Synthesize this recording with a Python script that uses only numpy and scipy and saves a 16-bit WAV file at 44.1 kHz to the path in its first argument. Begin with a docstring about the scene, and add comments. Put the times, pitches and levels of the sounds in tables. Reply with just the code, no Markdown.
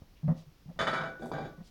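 """Puppy bats an empty can

A puppy pounces across a wooden floor: its paws thump the boards and scuff over the varnish.
It bats an empty drink can, which clatters, rocks and rings, each contact a crack that sets the thin
shell sounding. Then its muzzle nudges the can and stills it. A small quiet room answers with early
echoes and a short tail."""
import sys
import numpy as np
from scipy import signal
from scipy.fft import rfft, irfft
from scipy.io import wavfile

SR = 44100
rng = np.random.default_rng(int(sys.argv[2]) if len(sys.argv) > 2 else 0)


def dump_mix(stems):
    """Bounce the given channels to the path in sys.argv[1] as a 16-bit WAV at rate SR."""
    frames = np.atleast_2d(stems).T  # one column per channel
    limited = np.clip(frames, -1, 1)  # hard clip at full scale
    pcm = np.round(limited * 32767).astype(np.int16)
    wavfile.write(sys.argv[1], SR, pcm)


N = 74970

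# The can hitting the floor. Each row: start in seconds, level in dB, brightness in Hz,
# place struck (0 rim, 1 shoulder, 2 and up wall), crack trim in dB, ring trim in dB.
CAN_HITS = [(.7897, -1.5, 5700, 0.029, -0.5, -4), (0.7977, -13, 3530, 0, 20, -11),
            (.8047, -4, 3500, 0, -11, -0.5), (.8120, -3.5, 4000, 0.35, 6, 2),
            (0.8694, -.5, 4270, 0.044, 11, -1.5), (.8782, -4.5, 2540, 0.76, 3, 0.5),
            (.9305, -3, 4400, 0.57, 10.5, 0), (.9530, -6, 2560, 0.36, 9, 3),
            (0.9764, -8.5, 2220, 0.58, 10, 4), (1.0097, -9, 1830, 0.7, 14, 2.5),
            (1.0350, -11, 2450, 1.21, 9, 6), (1.0560, -17, 1780, 0.74, 14, 11.5),
            (1.0770, -18, 1830, 1.78, 3, 9.5), (1.195, -11.5, 710, 2, -2, -6),
            (1.219, -12, 1630, 2, -10, 2.5), (1.240, -9.5, 790, 1.74, -5.5, -10.5),
            (1.2593, -20, 1494, 2.4, 16, -8), (1.3157, -6, 1970, 2, 13, 0),
            (1.3340, -10.5, 1880, 1.43, 6, 7.5), (1.3518, -13.5, 1760, 1.23, -3, -7),
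            (1.3665, -11, 1180, 1.7, 4, 5), (1.3815, -12, 2290, 1.93, 12, 8),
            (1.4060, -13, 2140, 2.2, 4, -5), (1.425, -14.5, 1520, 1.15, -17, -4),
            (1.4500, -12, 1700, 2.1, -3, -1.5), (1.476, -18, 1390, 2.3, -1, -4)]
def can(hold_s=1.52, hold_fade_s=0.12):
    """The can bounces on its rims, rocks on its wall and is stilled by the resting muzzle."""
    out = np.zeros(N)
    for start, db, bright_hz, place, crack_db, ring_db in CAN_HITS:
        add(out, start, undb(db) * knock(bright_hz, place, crack_db, ring_db))
    held_s = np.maximum(np.arange(N) / SR - hold_s, 0)
    return out * np.exp(-held_s / hold_fade_s)


def knock(bright_hz, place, crack_db, ring_db, rise_s=0.0013):
    """One contact: a crack, then clatter and ring bloom behind it. Soft contacts are duller."""
    t = np.arange(32768) / SR
    on_wall = np.clip(place - 1, 0, 1)
    body = clatter(t, on_wall) + undb(ring_db) * ring(t, place, on_wall)
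    hit = undb(crack_db) * crack(t, on_wall) + body * (1 - np.exp(-t / rise_s))
    pole = np.exp(-2 * np.pi * bright_hz / SR)
    return signal.lfilter([1 - pole], [1, -pole], hit)


# Early slaps off the room. Each row: delay in seconds, level in dB against the direct crack.
ECHOES = [(.0092, 1), (0.0157, -2.5), (0.022, -8.5)]
def crack(t, on_wall, rim_hz=1297, wall_hz=876, width_cycles=0.71, wall_echo_db=-12.5):
    """A short pulse and its echoes, which are weaker off the wall: it sends less sound upward."""
    cycles = t * (rim_hz + on_wall * (wall_hz - rim_hz)) - 1
    pulse = -undb(-30) * np.sin(2 * np.pi * cycles) * np.exp(-(cycles / width_cycles) ** 2)
    out = pulse.copy()
    for delay, db in ECHOES:
        add(out, delay, undb(db + on_wall * wall_echo_db) * pulse)
    return out


# The can's ringing notes. Each row: pitch in Hz, level in dB when struck on the rim,
# on the shoulder and on the wall, seconds to fall 60 dB.
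CAN_MODES = [(523.8, -40.5, -46.5, -41.5, 0.65), (660.6, -32, -36, -40.5, 0.22),
             (776.6, -35, -48.5, -32, 0.24), (835, -64, -42, -46.5, 0.41), (1003, -53, -45, -66.5, 0.34),
             (1150, -49, -58.5, -48, 0.58), (1230.4, -31, -41, -53, 0.17), (1323.7, -35.5, -52, -57, .6),
             (1480, -44.5, -34.5, -58.5, 0.56), (1552, -53, -34.5, -55, 0.51), (1593, -43, -41, -43, 0.29),
             (1811, -34.5, -44, -62, 0.3), (2242, -38, -47, -52, 0.17), (2305, -46.5, -46, -67, 0.45),
             (2357, -48, -58, -47.5, 0.26), (2980, -40, -44.5, -70, 0.12), (3035, -29, -69, -68, 0.098),
             (3410, -43, -74, -46, 0.16), (3523, -34, -76, -44, 0.19), (4570, -46, -79, -51, 0.24),
             (4740, -61, -62, -47.5, 0.15)]
def ring(t, place, on_wall, turn_hz=11.4, swell_depth=0.34, detune=0.0017, waver=0.0053):
    """The shell's modes shift and swell as the can turns; on its wall they also waver in pitch."""
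    out = 0
    for hz, *by_place_db, t60 in CAN_MODES:
        gain = undb(np.interp(place, [0, 1, 2], by_place_db))
        rocking = np.sin(2 * np.pi * (turn_hz * (0.5 + rng.random()) * t + rng.random()))
        bend = 1 + detune * rng.standard_normal() + on_wall * waver * rocking
        cycles = hz * np.cumsum(bend) / SR + rng.random()
        swell = 1 + swell_depth * rocking
        out += gain * swell * decay(t, t60) * np.sin(2 * np.pi * cycles)
    return out


# The colour of the clatter. Each row: frequency in Hz, relative level in dB for a hit
# on the rim or shoulder, and for a hit on the wall.
CLATTER_COLOUR = [(62, -34, -10), (118, -7.5, -5), (165, 5.5, 9.5), (194, -4, -4), (229, 3.5, 8.5),
                  (286, -9, 5), (670, -4, 1), (955, -7.5, -22), (1530, -3, -12.5), (2120, -10, -21),
                  (2360, -8.5, -17), (2610, -23, -28.5), (2990, -16, -26), (4040, -13.5, -14.5),
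                  (4250, -14, -16), (4960, -20, -25), (6400, -21, -18), (9400, -30, -34), (15900, -51, -33)]
def clatter(t, on_wall, rim_t60_s=0.36, wall_t60_s=0.31, damping=0.16):
    """Crowded modes of can and boards die away, highs first, sooner with the wall on the floor."""
    colour = [(hz, rim + on_wall * (wall - rim)) for hz, rim, wall in CLATTER_COLOUR]
    t60_at_1khz = rim_t60_s + on_wall * (wall_t60_s - rim_t60_s)
    f = np.fft.rfftfreq(len(t), 1 / SR)
    spectrum = rfft(noise(colour, len(t))) * tinny_gain(f)
    centres_hz = [128, 512, 2048, 8192]
    out = 0
    for hz, share in zip(centres_hz, np.eye(len(centres_hz))):
        crossover = np.interp(np.log2(f + 1), np.log2(centres_hz), share)
        out += irfft(spectrum * crossover) * decay(t, t60_at_1khz * (1000 / hz) ** damping)
    return undb(-30.5) * out


# The tinny edge of the clatter. Each entry: a high partial of the shell in Hz.
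SHELL_HZ = [2995, 3230, 3412, 3500, 3596, 3775, 3871, 4510, 4900, 4980, 5150, 5400, 6250, 6690, 6835, 8100]
def tinny_gain(f, width_hz=24, peak_db=9, between_db=-6):
    """An EQ curve that gathers the treble into the shell's thin partials."""
    peaks = sum(np.exp(-((f - hz) / width_hz) ** 2) for hz in SHELL_HZ)
    in_range = (f > min(SHELL_HZ)) & (f < max(SHELL_HZ))
    return np.where(in_range, undb(between_db) + undb(peak_db) * peaks, 1)


# The colour of a pad's rub. Each row: frequency in Hz, relative level in dB.
PAD_COLOUR = [(60, 1), (160, 11.5), (300, 1.5), (430, -11), (640, 2.5), (900, -9.5), (1200, -9),
              (1550, -24), (1900, -15), (2300, -35), (8000, -50)]
# Paws landing. Each row: start in seconds, boom level in dB, board pitch in Hz,
# seconds under load, swell time in seconds, rub level in dB.
PAW_STEPS = [(0.019, -41, 96.5, 0.0019, 0.0015, -53.5), (.231, -18, 152.3, 0.047, 0.026, -55),
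             (0.2793, -16.5, 158.3, 0.0444, 0.009, -34.5), (.345, -42, 155.5, 0.088, .02, -51),
             (0.463, -47, 141, 0.03, 0.0048, -74.5), (0.658, -34.5, 149, 0.0044, 0.0062, -78),
             (0.673, -33.5, 157.4, 0.03, 0.018, -64), (0.691, -45, 166, 0.026, 0.0044, -53.5),
             (.760, -46.5, 161, 0.021, 0.0045, -55.5), (0.799, -30.5, 166, 0.032, 0.0058, -41),
             (1.000, -37, 150, 0.067, .01, -53), (1.225, -37, 231.4, 0.034, 0.0068, -46.5),
             (1.335, -32.5, 145.7, 0.032, 0.0072, -72), (1.415, -36.5, 148.7, 0.039, 0.012, -45),
             (1.577, -39, 170, 0.014, 0.0092, -52.5), (1.602, -38.5, 180, 0.015, 0.0061, -50.5)]
def paws(sag_s=0.064, glide_per_s=0.51, boom_release_s=0.0063, rub_rise_s=0.00023, rub_release_s=0.012):
    """Each pad rubs while two board modes boom and bend up under its load; both stop as it settles."""
    out, t = np.zeros(N), np.arange(SR // 2) / SR
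    for start, boom_db, hz, load_s, swell_s, rub_db in PAW_STEPS:
        settled_s = np.maximum(t - load_s, 0)
        sag = np.exp(-t / sag_s)
        phase = 2 * np.pi * hz * t * (1 + glide_per_s * t / 2)
        modes = np.sin(phase) + undb(-17) * np.sin(1.42 * phase)
        boom = modes * sag * (1 - np.exp(-t / swell_s)) * np.exp(-settled_s / boom_release_s)
        rub_shape = sag * (1 - np.exp(-t / rub_rise_s)) * np.exp(-settled_s / rub_release_s)
        rub = noise(PAD_COLOUR, len(t)) * rub_shape
        hollow_plank = undb(10.5) * band(rub, hz=526.4, width_hz=16)
        add(out, start, undb(boom_db) * boom + undb(rub_db) * (rub + hollow_plank))
    return out


# Skids on the varnish. Each row: start in seconds, length in seconds, level in dB,
# centre in Hz, width in Hz, fade-in as a share of the length.
SCUFFS = [(0.145, 0.071, -68, 2660, 1520, 0.42), (0.349, 0.099, -63, 3830, 4080, 0.38),
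          (1.188, 0.11, -69.5, 7240, 8500, 0.41), (1.255, 0.084, -64, 7900, 8800, .04),
          (1.625, 0.11, -64.5, 4300, 4600, 0.35)]
def scuffs(grain_db=2, grain_samples=128):
    """Sliding paws hiss briefly; the claws catch and make the hiss grainy."""
    out, t = np.zeros(N), np.arange(N) / SR
    for start, length, db, hz, width_hz, rise in SCUFFS:
        catches = undb(grain_db * rng.standard_normal(N // grain_samples + 1))
        friction = np.repeat(catches, grain_samples)[:N] * rng.standard_normal(N)
        hiss = unit(band(band(friction, hz, width_hz), hz, width_hz))
        fade = np.interp((t - start) / length, [0, rise, 1], [0, 1, 0])
        out += undb(db) * hiss * fade
    return out


def room(x, tail_db, t60_s=0.34):
    """The small room adds a weak diffuse tail."""
    t = np.arange(SR // 2) / SR
    tail = rng.standard_normal(len(t)) * decay(t, t60_s)
    return x + undb(tail_db) * signal.fftconvolve(x, tail / np.linalg.norm(tail))[:N]


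# The bed under everything. Each row: frequency in Hz, relative level in dB.
ROOM_TONE_COLOUR = [(12, -31.5), (20, 1), (54, -6.5), (75, -10), (345, -20.5), (542, -26.5), (1130, -30.5),
                    (1580, -33), (5600, -35.5), (7900, -47), (16900, -41.5)]
def room_tone(db=-59):
    """The quiet room's faint, steady rumble and hiss."""
    return undb(db) * noise(ROOM_TONE_COLOUR, N)


def undb(db):
    """Decibels to gain."""
    return 10 ** (np.asarray(db) / 20)


def unit(x):
    """Scale to rms 1."""
    return x / np.sqrt(np.mean(x ** 2))


def decay(t, t60):
    """A fade that falls 60 dB in t60 seconds."""
    return np.exp(-np.log(1000) * t / t60)


def add(out, start_s, x):
    """Mix a sound in at a time."""
    i = int(start_s * SR)
    out[i:i + len(x)] += x[:max(len(out) - i, 0)]


def band(x, hz, width_hz):
    """Two-pole resonance, gain 1 at the centre."""
    w = 2 * np.pi * hz / SR
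    a = np.sin(w) * width_hz / hz / 2
    return signal.lfilter([a, 0, -a], [1 + a, -2 * np.cos(w), 1 - a], x)


def noise(colour, size):
    """Noise of rms 1, shaped by (Hz, dB) points."""
    hz, db = np.array(colour).T
    f = np.fft.rfftfreq(size, 1 / SR)
    gain = undb(np.interp(np.log(f + 1), np.log(hz), db))
    return unit(irfft(gain * np.exp(2j * np.pi * rng.random(len(f))), size))


def scene():
    """Can and scuffs in the room, the paws drier, all over room tone, in mono."""
    mix = room(can() + scuffs(), tail_db=-9) + room(paws(), tail_db=-17) + room_tone()
    return mix[None]


def record(dry, top_hz=17100):
    """A steep low-pass trims the very top."""
    return signal.sosfilt(signal.ellip(10, 0.2, 80, top_hz, fs=SR, output="sos"), dry)


dry = scene()
out = record(dry)
dump_mix(out)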